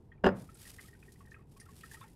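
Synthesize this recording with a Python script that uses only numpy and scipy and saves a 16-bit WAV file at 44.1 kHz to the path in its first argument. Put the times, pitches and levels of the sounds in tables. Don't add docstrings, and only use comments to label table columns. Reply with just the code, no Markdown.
import sys
import numpy as np
from scipy import signal
from scipy.fft import rfft, irfft
from scipy.io import wavfile

SR = 44100
rng = np.random.default_rng(int(sys.argv[2]) if len(sys.argv) > 2 else 0)


def put_to_file(sound):
    columns = np.atleast_2d(sound).T
    safe = np.clip(columns, -1, 1)
    whole_steps = np.round(safe * 32767)
    wavfile.write(sys.argv[1], SR, whole_steps.astype(np.int16))


N = 94815
T = np.arange(N) / SR

# (time [s], force [dB], softness as low-pass [Hz])
BASE_CONTACTS = [(0.2384, -4, 895), (0.2429, -4, 8200), (0.2544, -5, 3700), (0.2638, -3, 6000),
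                 (0.2667, 0.5, 3130), (0.2774, -2.5, 1263), (0.2879, 2, 1365)]
# (frequency [Hz], relative level [dB], t60 [s])
BODY_MODES = [(192, -24, 0.32), (262.7, -30, 0.38), (390, -21.5, 0.19), (503, -18, 0.029),
              (589.2, -19.5, 0.096), (762, -24.5, 0.055), (924, -26, 0.063), (1127, -34, 0.13),
              (1417, -29, 0.064), (1683, -23.5, 0.014)]
# (frequency [Hz], relative level [dB], t60 [s])
WALL_MODES = [(2814, -34, 0.067), (4983, -44, 0.13), (7400, -59.5, 0.08)]
# (frequency [Hz], relative level [dB])
THUD_SPECTRUM = [(40, -15.5), (90, -0.5), (200, -6), (1750, -2), (2250, -17), (3200, -14.5), (4400, -29),
                 (15000, -43.5)]
# (time [s], relative level [dB], bubble pitch [Hz])
POOL_DROPS = [(0.117, -53, 1836), (0.122, -61, 3200), (0.4895, -49.5, 1286), (0.652, -53, 1890),
              (0.666, -50.5, 1886), (0.7848, -47.5, 1872), (0.7905, -42.5, 2020), (0.8840, -54.5, 1870),
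              (0.9295, -54.5, 1840), (0.948, -59.5, 1515), (1.0264, -50, 2460), (1.0812, -55, 1853),
              (1.1572, -61, 1930), (1.205, -51.5, 1100), (1.271, -59, 1815), (1.316, -48, 1776),
              (1.342, -48.5, 2470), (1.3433, -53, 1600), (1.363, -55, 1283), (1.5639, -55, 1056),
              (1.597, -54.5, 2050), (1.614, -54, 1797), (1.6616, -55, 1330), (1.6868, -51.5, 1070),
              (1.834, -47.5, 1820), (1.836, -46.5, 1286), (1.9133, -47.5, 1715), (1.9390, -53.5, 862),
              (1.944, -46.5, 1863), (1.9685, -55.5, 1246), (2.0119, -44, 1040), (2.026, -50.5, 1300),
              (2.0400, -51, 858)]
# (frequency [Hz], relative gain [dB], width [Hz])
AIR_MODES = [(1100, -19.5, 41), (1330, -4, 37), (1600, 2.5, 300), (1837, 13, 47), (2497, 8, 42)]
# (time [s], level [dB])
RUB_LEVELS = [(0.0, -86.5), (0.335, -102.5), (0.362, -66), (0.43, -65.5), (0.47, -72), (0.533, -72.5),
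              (0.545, -69.5), (0.625, -55.5), (0.668, -62.5), (0.695, -50), (0.712, -63), (0.885, -61),
              (0.905, -73), (1.04, -71.5), (1.33, -75), (1.46, -87.5), (1.52, -72.5), (1.72, -70.5),
              (1.78, -62.5), (1.905, -65.5), (1.918, -58.5), (1.947, -52.5), (1.96, -64.5), (2.15, -74.5)]
# (frequency [Hz], relative level [dB])
HISS_SPECTRUM = [(900, -4.5), (3500, -1), (4200, -2), (5000, 0), (6300, -3), (9000, 1), (11500, -0.5),
                 (13500, -5), (15700, -16.5)]
# (time [s], relative level [dB], centre [Hz], width [share of centre])
CLOTH_SNAPS = [(0.5443, -50, 8800, 0.21), (1.12, -52.5, 7850, 1), (1.31, -59, 5500, 0.6),
               (1.601, -47, 9370, 0.12), (1.6, -50, 5460, 0.27), (1.811, -53.5, 2860, 0.39),
               (1.913, -52.5, 7070, 0.18), (2.012, -52, 3580, 0.082)]
# (frequency [Hz], relative level [dB])
REVERB_SPECTRUM = [(40, -22), (170, 3.5), (300, -7.5), (550, -7), (1000, -16.5), (1800, -25), (6000, -59.5),
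                   (15000, -61)]
# (frequency [Hz], t60 [s])
REVERB_T60 = [(100, 0.51), (200, 0.39), (500, 0.32), (8000, 0.43)]
# (frequency [Hz], relative level [dB])
RUMBLE_SPECTRUM = [(20, -10.5), (70, 2.5), (130, 1), (200, -5), (300, -11), (420, -10), (560, -23),
                   (900, -22), (1300, -36), (3000, -45.5), (15000, -66)]

SEATING_S, SEATED_DB = (0.27, 0.31), -19
BUBBLE_CYCLES, BUBBLE_ATTACK_S = 52.8, 0.0033
SPLASH_HZ = (998, 2834)
SPRAY_DELAY_S, SPRAY_DB = (0.01, 0.095), -13


def jar_knock():
    blows, thud, body = [], 0, 0
    for s, db, hz in BASE_CONTACTS:
        click = 1.0 * (np.arange(N) == int(s * SR))
        blows.append(from_db(db) * soften(click, hz))
        thud += from_db(db) * soften(noise() * fall(T - s, t60=0.022), hz)
    for k, (hz, db, t60) in enumerate(BODY_MODES):
        strengths = from_db(db + rng.normal(0, 2.4, len(blows)))
        body += (-1) ** k * ring(strengths @ np.array(blows), hz, t60)
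    seating = from_db(np.interp(T, SEATING_S, [0, SEATED_DB]))
    return (body + glass_wall()) * seating + from_db(-22) * colour(thud, THUD_SPECTRUM)


def glass_wall():
    wall = 0
    for hz, db, t60 in WALL_MODES:
        power = sum((from_db(force_db) * fall(T - s, t60)) ** 2 / (1 + (hz / soft_hz) ** 2)
                    for s, force_db, soft_hz in BASE_CONTACTS)
        roughness = 0.81 * rms_one(resonate(noise(), hz, width_hz=90))
        wall += from_db(db) * np.sqrt(power) * (np.sin(2 * np.pi * hz * T) + roughness)
    return wall


def gulp(start_s=0.3145, attack_s=0.013):
    age = np.maximum(T - start_s, 0)
    swell = from_db(-38) * (1 - np.exp(-age / attack_s))
    return swell * fall(age, t60=0.18) * rising_sine(age, hz=532, rise_per_s=1.5)


def plinks():
    droplets = [(s + rng.uniform(*SPRAY_DELAY_S), db + SPRAY_DB, rng.uniform(*SPLASH_HZ))
                for s, db, _ in POOL_DROPS]
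    bubbles, splash = np.zeros(N), np.zeros(N)
    for s, db, hz in list(POOL_DROPS) + droplets:
        now = slice(int(s * SR), int(s * SR) + SR // 10)
        age = np.maximum(T[now] - s, 0)
        swell = from_db(db) * (1 - np.exp(-age / BUBBLE_ATTACK_S))
        bubbles[now] += swell * fall(age, BUBBLE_CYCLES / hz) * rising_sine(age, hz, rise_per_s=3.16)
        splash[now] += swell * fall(age, t60=0.036)
    spatter = rms_one(band(band(noise(), SPLASH_HZ), SPLASH_HZ))
    return from_db(4.5) * bubbles + from_db(-9.5) * splash * spatter


def drips_in_jar():
    direct = plinks()
    stir = np.sqrt(sum((from_db(db) * fall(T - s, t60=0.26)) ** 2 for s, db, _ in POOL_DROPS))
    slosh = from_db(-16.5) * stir * rms_one(band(noise(), SPLASH_HZ))
    air = sum(from_db(db) * resonate(direct + slosh, hz, width) for hz, db, width in AIR_MODES)
    jar = direct + air / 2
    off_glass = echoes(jar, T < 0.012)
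    off_room = echoes(jar, fall(T, t60=0.16))
    return jar + from_db(-13) * (off_glass + off_room)


def cloth_rub(grains_per_s=2500, grain_share=0.075):
    grains = 1.0 * (rng.random(N) < grains_per_s / SR)
    grains *= from_db(-2.5 * np.minimum(rng.exponential(1, N), 5))
    grains *= rng.choice([-1, 1], N)
    slips = np.sqrt(grain_share) * rms_one(grains) + np.sqrt(1 - grain_share) * noise()
    flicker_db = 3 * rms_one(band(noise(), hz=70, kind="low"))
    level_db = np.interp(T, *np.transpose(RUB_LEVELS))
    return colour(slips * from_db(level_db + flicker_db), HISS_SPECTRUM)


def cloth_snaps():
    snaps = 0
    for s, db, hz, width in CLOTH_SNAPS:
        edges_hz = hz * (1 + width * np.array([-.5, .5]))
        snaps += from_db(db) * fall(T - s, t60=0.082) * rms_one(band(noise(), edges_hz))
    return snaps / 2


def kitchen_reverb(delay_s=0.0075):
    tail, edges_hz = 0, np.geomspace(40, 16000, 10)
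    for low, high in zip(edges_hz, edges_hz[1:]):
        t60 = at_hz(REVERB_T60, np.sqrt(low * high))
        power = sum((from_db(db) * fall(T - s - delay_s, t60)) ** 2 for s, db, _ in BASE_CONTACTS)
        tail += band(noise() * np.sqrt(power), [low, high])
    return from_db(-39) * colour(tail, REVERB_SPECTRUM)


def room_tone():
    return from_db(-57) * colour(noise(), RUMBLE_SPECTRUM)


def noise():
    return rng.standard_normal(N)


def from_db(db):
    return 10 ** (np.asarray(db) / 20)


def rms_one(x):
    return x / np.sqrt(np.mean(x ** 2) + 1e-20)


def at_hz(points, hz):
    freqs, values = np.transpose(points)
    return np.interp(np.log(hz + 0.0011), np.log(freqs), values)


def colour(x, spectrum):
    size = 2 * N
    gain = rms_one(from_db(at_hz(spectrum, np.arange(N + 1) * SR / size)))
    cepstrum = irfft(np.log(gain))
    cepstrum[1:N] *= 2
    cepstrum[N + 1:] = 0
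    return irfft(rfft(x, size) * np.exp(rfft(cepstrum)))[:N]


def band(x, hz, kind="band"):
    return signal.sosfilt(signal.butter(2, hz, kind, fs=SR, output="sos"), x + 1e-18)


def resonate(x, hz, width_hz):
    r, w = np.exp(-np.pi * width_hz / SR), 2 * np.pi * hz / SR
    return signal.lfilter(np.array([1, 0, -1]) * (1 - r * r) / 2, [1, -2 * r * np.cos(w), r * r], x)


def fall(t, t60):
    return (t >= 0) * np.exp(-np.log(1000) * np.clip(t / t60, 0, 10))


def rising_sine(age, hz, rise_per_s):
    return np.sin(2 * np.pi * hz * age * (1 + rise_per_s * age / 2))


def ring(x, hz, t60):
    r, w = np.exp(-np.log(1000) / (t60 * SR)), 2 * np.pi * hz / SR
    return signal.lfilter([0, np.sin(w)], [1, -2 * r * np.cos(w), r * r], x + 1e-18)


def soften(x, hz):
    r = np.exp(-2 * np.pi * hz / SR)
    return signal.lfilter([1 - r], [1, -r], x + 1e-18)


def echoes(x, envelope):
    return signal.fftconvolve(x, rms_one(noise() * envelope) / np.sqrt(N))[:N]


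def scene():
    knock = jar_knock() + kitchen_reverb()
    water = gulp() + drips_in_jar()
    cloth = cloth_rub() + cloth_snaps()
    return (knock + water + cloth + room_tone())[None]


def record(dry):
    return signal.sosfilt(signal.ellip(12, .1, 80, 15750, fs=SR, output="sos"), dry)


dry = scene()
out = record(dry)
put_to_file(out)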